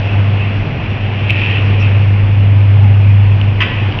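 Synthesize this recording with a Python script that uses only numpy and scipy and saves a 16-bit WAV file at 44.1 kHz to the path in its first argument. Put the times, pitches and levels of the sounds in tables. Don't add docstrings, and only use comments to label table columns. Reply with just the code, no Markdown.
import sys
import numpy as np
from scipy import signal
from scipy.io import wavfile

SR = 44100
rng = np.random.default_rng(int(sys.argv[2]) if len(sys.argv) > 2 else 0)


def dump(signal):
    limited = np.clip(np.atleast_2d(signal).T, -1, 1)
    pcm = np.round(limited * 32767).astype(np.int16)
    wavfile.write(sys.argv[1], SR, pcm)


N = 176400

# pitch in Hz, relative level in dB, seconds to fade by 60 dB.
CONTACT_TONES = [(1870, -7.5, 0.021), (2465, 2, 0.013), (2623, 2.5, 0.013), (2873, -0.5, 0.0091),
                 (3100, -10.5, 0.01), (3580, -13, 0.0069), (3600, -21, .01), (5300, -20, 0.012)]
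CONTACT_BAND_HZ = [1680, 4000]
SMALL_SOUND_ECHO_DB = -6


def motor_hum(pitch_hz=100.1, overtone_follow=.45):
    # time in seconds, level in dB.
    hum_levels = [(0, -14.5), (.1, -14), (.18, -7.5), (.3, -12), (.48, -13), (.62, -17), (.75, -19.5),
                  (.95, -20), (1.05, -13), (1.17, -16.5), (1.25, -13), (1.45, -14), (1.7, -10.5),
                  (1.95, -8.5), (2.3, -8.5), (2.75, -5.5), (3.13, -5), (3.35, -7.5), (3.56, -12.5),
                  (3.71, -19), (3.8, -14), (3.89, -13), (3.95, -22.5), (4, -20)]
    # multiple of the pitch, level in dB before the swell is added.
    overtones = [(2, -28), (3, -46)]
    phase = 2 * np.pi * pitch_hz * np.arange(N) / SR + rng.uniform(0, 2 * np.pi)
    level_db = curve(hum_levels)
    hum = from_db(level_db + .5 * drift(rate_hz=9)) * np.sin(phase)
    for multiple, db in overtones:
        overtone_db = db + overtone_follow * level_db + 2 * drift(rate_hz=3.8)
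        hum += from_db(overtone_db) * np.sin(round(multiple) * phase)
    return np.sqrt(2) * hum


def frame_knock():
    # start in seconds, strength in dB.
    bounces = [(3.6036, 2), (3.6075, -6), (3.6155, 1), (3.6205, -8)]
    # pitch in Hz, relative level in dB, seconds to fade by 60 dB.
    knock_tones = [(1090, -21.5, 0.11), (1480, -27, 0.035), (1635, -20, .03), (1936, -17, 0.033),
                   (2160, -17.5, 0.038), (2230, -12, 0.027), (2576, -5.5, 0.022), (2750, -14, 0.023),
                   (3083, -8, 0.016), (3800, -23.5, 0.015), (4820, -30, .04), (5280, -33.5, .02),
                   (6130, -44.5, .03)]
    hits, ringing = blows(bounces), 0
    for hz, db, fade_s in knock_tones:
        chatter = dying_noise(fade_s=.098)
        force = signal.fftconvolve(hits, chatter / np.linalg.norm(chatter))[:N]
        half_octave = [hz / 2 ** .25, hz * 2 ** .25]
        ringing += from_db(db) * butter(ring(force, hz, fade_s), half_octave, "band")
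    bursts = signal.fftconvolve(hits, dying_noise(fade_s=.082))[:N]
    crack = butter(bursts, [950, 3240], "band", order=5)
    return hall(ringing + from_db(-6.5) * crack, echo_db=-.5)


def gear_rattle(contacts_per_s=1100, spread_db=1.5):
    # time in seconds, level in dB.
    rattle_levels = [(0, -28), (.08, -27.5), (.3, -38.5), (.41, -27.5), (.55, -34.5), (1.05, -31.5),
                     (1.27, -28), (1.35, -23), (1.38, -20), (1.59, -20), (1.615, -27), (1.77, -28),
                     (1.83, -24.5), (2.1, -37), (3.55, -36.5), (4, -32)]
    touches = rng.random(N) < contacts_per_s / SR
    contacts = touches * from_db(spread_db * np.minimum(rng.exponential(1, N), 3))
    ringing = sum(from_db(db) * ring(contacts * rng.standard_normal(N), hz, fade_s)
                  for hz, db, fade_s in CONTACT_TONES)
    rattle = hall(butter(ringing, CONTACT_BAND_HZ, "band"), echo_db=1.5)
    return from_db(curve(rattle_levels)) * unit_power(rattle)


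def gear_clicks(ping_width_hz=480, ring_db=-19):
    # start in seconds, the ping's peak level in dB, its pitch in Hz.
    clicks = [(1.2940, -9, 2560), (1.2978, -4.5, 2400), (1.3037, -4.5, 2580), (1.3060, -0.5, 2560),
              (3.4137, -9.5, 2800), (3.9231, -15.5, 2870), (3.9883, -9.5, 2720)]
    hits = blows([(start, db) for start, db, _ in clicks])
    ringing = sum(from_db(ring_db + db) * ring(hits, hz, fade_s) for hz, db, fade_s in CONTACT_TONES)
    sound = butter(ringing, CONTACT_BAND_HZ, "band")
    for start, db, hz in clicks:
        band_hz = [hz - ping_width_hz / 2, hz + ping_width_hz / 2]
        ping = butter(blows([(start, 0)]) + 1e-18, band_hz, "band")
        sound += from_db(db) * ping / np.abs(ping).max()
    return hall(sound, SMALL_SOUND_ECHO_DB)


def bearing_squeaks():
    # start in seconds, length in seconds, pitch in Hz, band width in Hz, level in dB.
    squeaks = [(.04, .12, 2630, 203, -31.5), (0.388, 0.066, 2620, 248, -28),
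               (1.793, 0.043, 5450, 600, -46.5), (1.812, 0.053, 2630, 150, -23.5),
               (2.802, .09, 833, 72.3, -31.5), (3.048, 0.08, 2420, 148, -32.5)]
    return noise_swells(squeaks)


def platform_bumps():
    # start in seconds, length in seconds, pitch in Hz, band width in Hz, level in dB.
    bumps = [(.63, .09, 123.8, 46, -14.5), (2.18, 0.13, 35.7, 19, -24), (3.18, .18, 32.4, 9.6, -23.5)]
    return noise_swells(bumps)


def platform_rumble(level_db=-20.5):
    # frequency in Hz, relative level in dB.
    rumble_spectrum = [(18, -17.5), (33, -0.5), (50, -5.5), (80, -3), (120, 4), (145, -1), (175, -8),
                       (240, -9.5), (330, -28.5)]
    return from_db(level_db) * banded_noise(rumble_spectrum, flicker_db=1.5)


def drive_rush():
    # frequency in Hz, relative level in dB.
    rush_spectrum = [(150, -1), (300, 4), (500, 0.5), (800, -2), (1300, -7.5), (1900, -7), (2550, -3.5),
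                     (3100, -10.5), (3800, -24), (5200, -28.5), (6000, -41), (7000, -54)]
    # time in seconds, level in dB.
    rush_levels = [(0, -24), (1.0, -25.5), (1.7, -23.5), (2.3, -26.5), (3.2, -27.5), (4, -24.5)]
    return from_db(curve(rush_levels)) * banded_noise(rush_spectrum, flicker_db=1.07)


def hall(sound, echo_db, delay_s=.0071, dull_above_hz=4160):
    tail = dying_noise(fade_s=1.0) * (np.arange(SR) > delay_s * SR)
    tail = butter(tail, dull_above_hz, "low")
    tail *= np.sqrt(2 * dull_above_hz / SR / np.sum(tail ** 2))
    return sound + from_db(echo_db) * signal.fftconvolve(sound, tail)[:N]


def noise_swells(rows):
    t, sound = np.arange(N) / SR, 0
    for start, length, hz, width, db in rows:
        swell = np.sqrt(np.sin(np.pi * np.clip((t - start) / length, 0, 1)))
        noise = butter(rng.standard_normal(N), [hz - width / 2, hz + width / 2], "band")
        sound += from_db(db) * swell * unit_power(noise)
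    return hall(sound, SMALL_SOUND_ECHO_DB)


def banded_noise(spectrum, flicker_db):
    hz, db = np.transpose(spectrum)
    edges_hz = 16 * 2 ** np.arange(0, 9.1, .25)
    white, noise = rng.standard_normal((2, N + SR // 2)), 0
    for k, (low, high) in enumerate(zip(edges_hz, edges_hz[1:])):
        band_db = np.interp(np.log(low * high) / 2, np.log(hz), db, left=-np.inf, right=-np.inf)
        flicker = drift(rate_hz=10)
        if np.isfinite(band_db):
            band = butter(white[k % 2], [low, high], "band", order=3)[-N:]
            noise += from_db(band_db + flicker_db * flicker) * band
    return unit_power(noise)


def ring(force, hz, fade_s):
    decay, angle = 1000 ** (-1 / (fade_s * SR)), 2 * np.pi * hz / SR
    return signal.lfilter([0, np.sin(angle)], [1, -2 * decay * np.cos(angle), decay ** 2], force + 1e-18)


def blows(rows):
    starts, db = np.transpose(rows)
    return np.bincount((starts * SR).astype(int), from_db(db), N + SR)[:N]


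def dying_noise(fade_s):
    return rng.standard_normal(SR) * 1000 ** (-np.arange(SR) / SR / fade_s)


def drift(rate_hz, step=40):
    memory = np.exp(-2 * np.pi * rate_hz * step / SR)
    noise = rng.standard_normal(N // step + 2002)
    slow = signal.lfilter([1], [1, -2 * memory, memory ** 2], noise)[2000:]
    return np.interp(np.arange(N) / step, np.arange(len(slow)), unit_power(slow))


def curve(rows):
    return np.interp(np.arange(N) / SR, *np.transpose(rows))


def butter(sound, hz, kind, order=2):
    return signal.sosfilt(signal.butter(order, hz, kind, fs=SR, output="sos"), sound)


def from_db(db):
    return 10 ** (np.asarray(db) / 20)


def unit_power(sound):
    return sound / np.sqrt(np.mean(sound ** 2) + 1e-20)


def scene():
    running = motor_hum() + platform_rumble() + drive_rush() + gear_rattle()
    return (running + gear_clicks() + bearing_squeaks() + platform_bumps() + frame_knock())[None]


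def record(dry, top_hz=6300):
    narrow = signal.sosfilt(signal.cheby1(10, .3, top_hz, fs=SR, output="sos"), dry)
    return butter(np.clip(narrow, -1, 1), 15800, "low", order=12)


dry = scene()
out = record(dry)
dump(out)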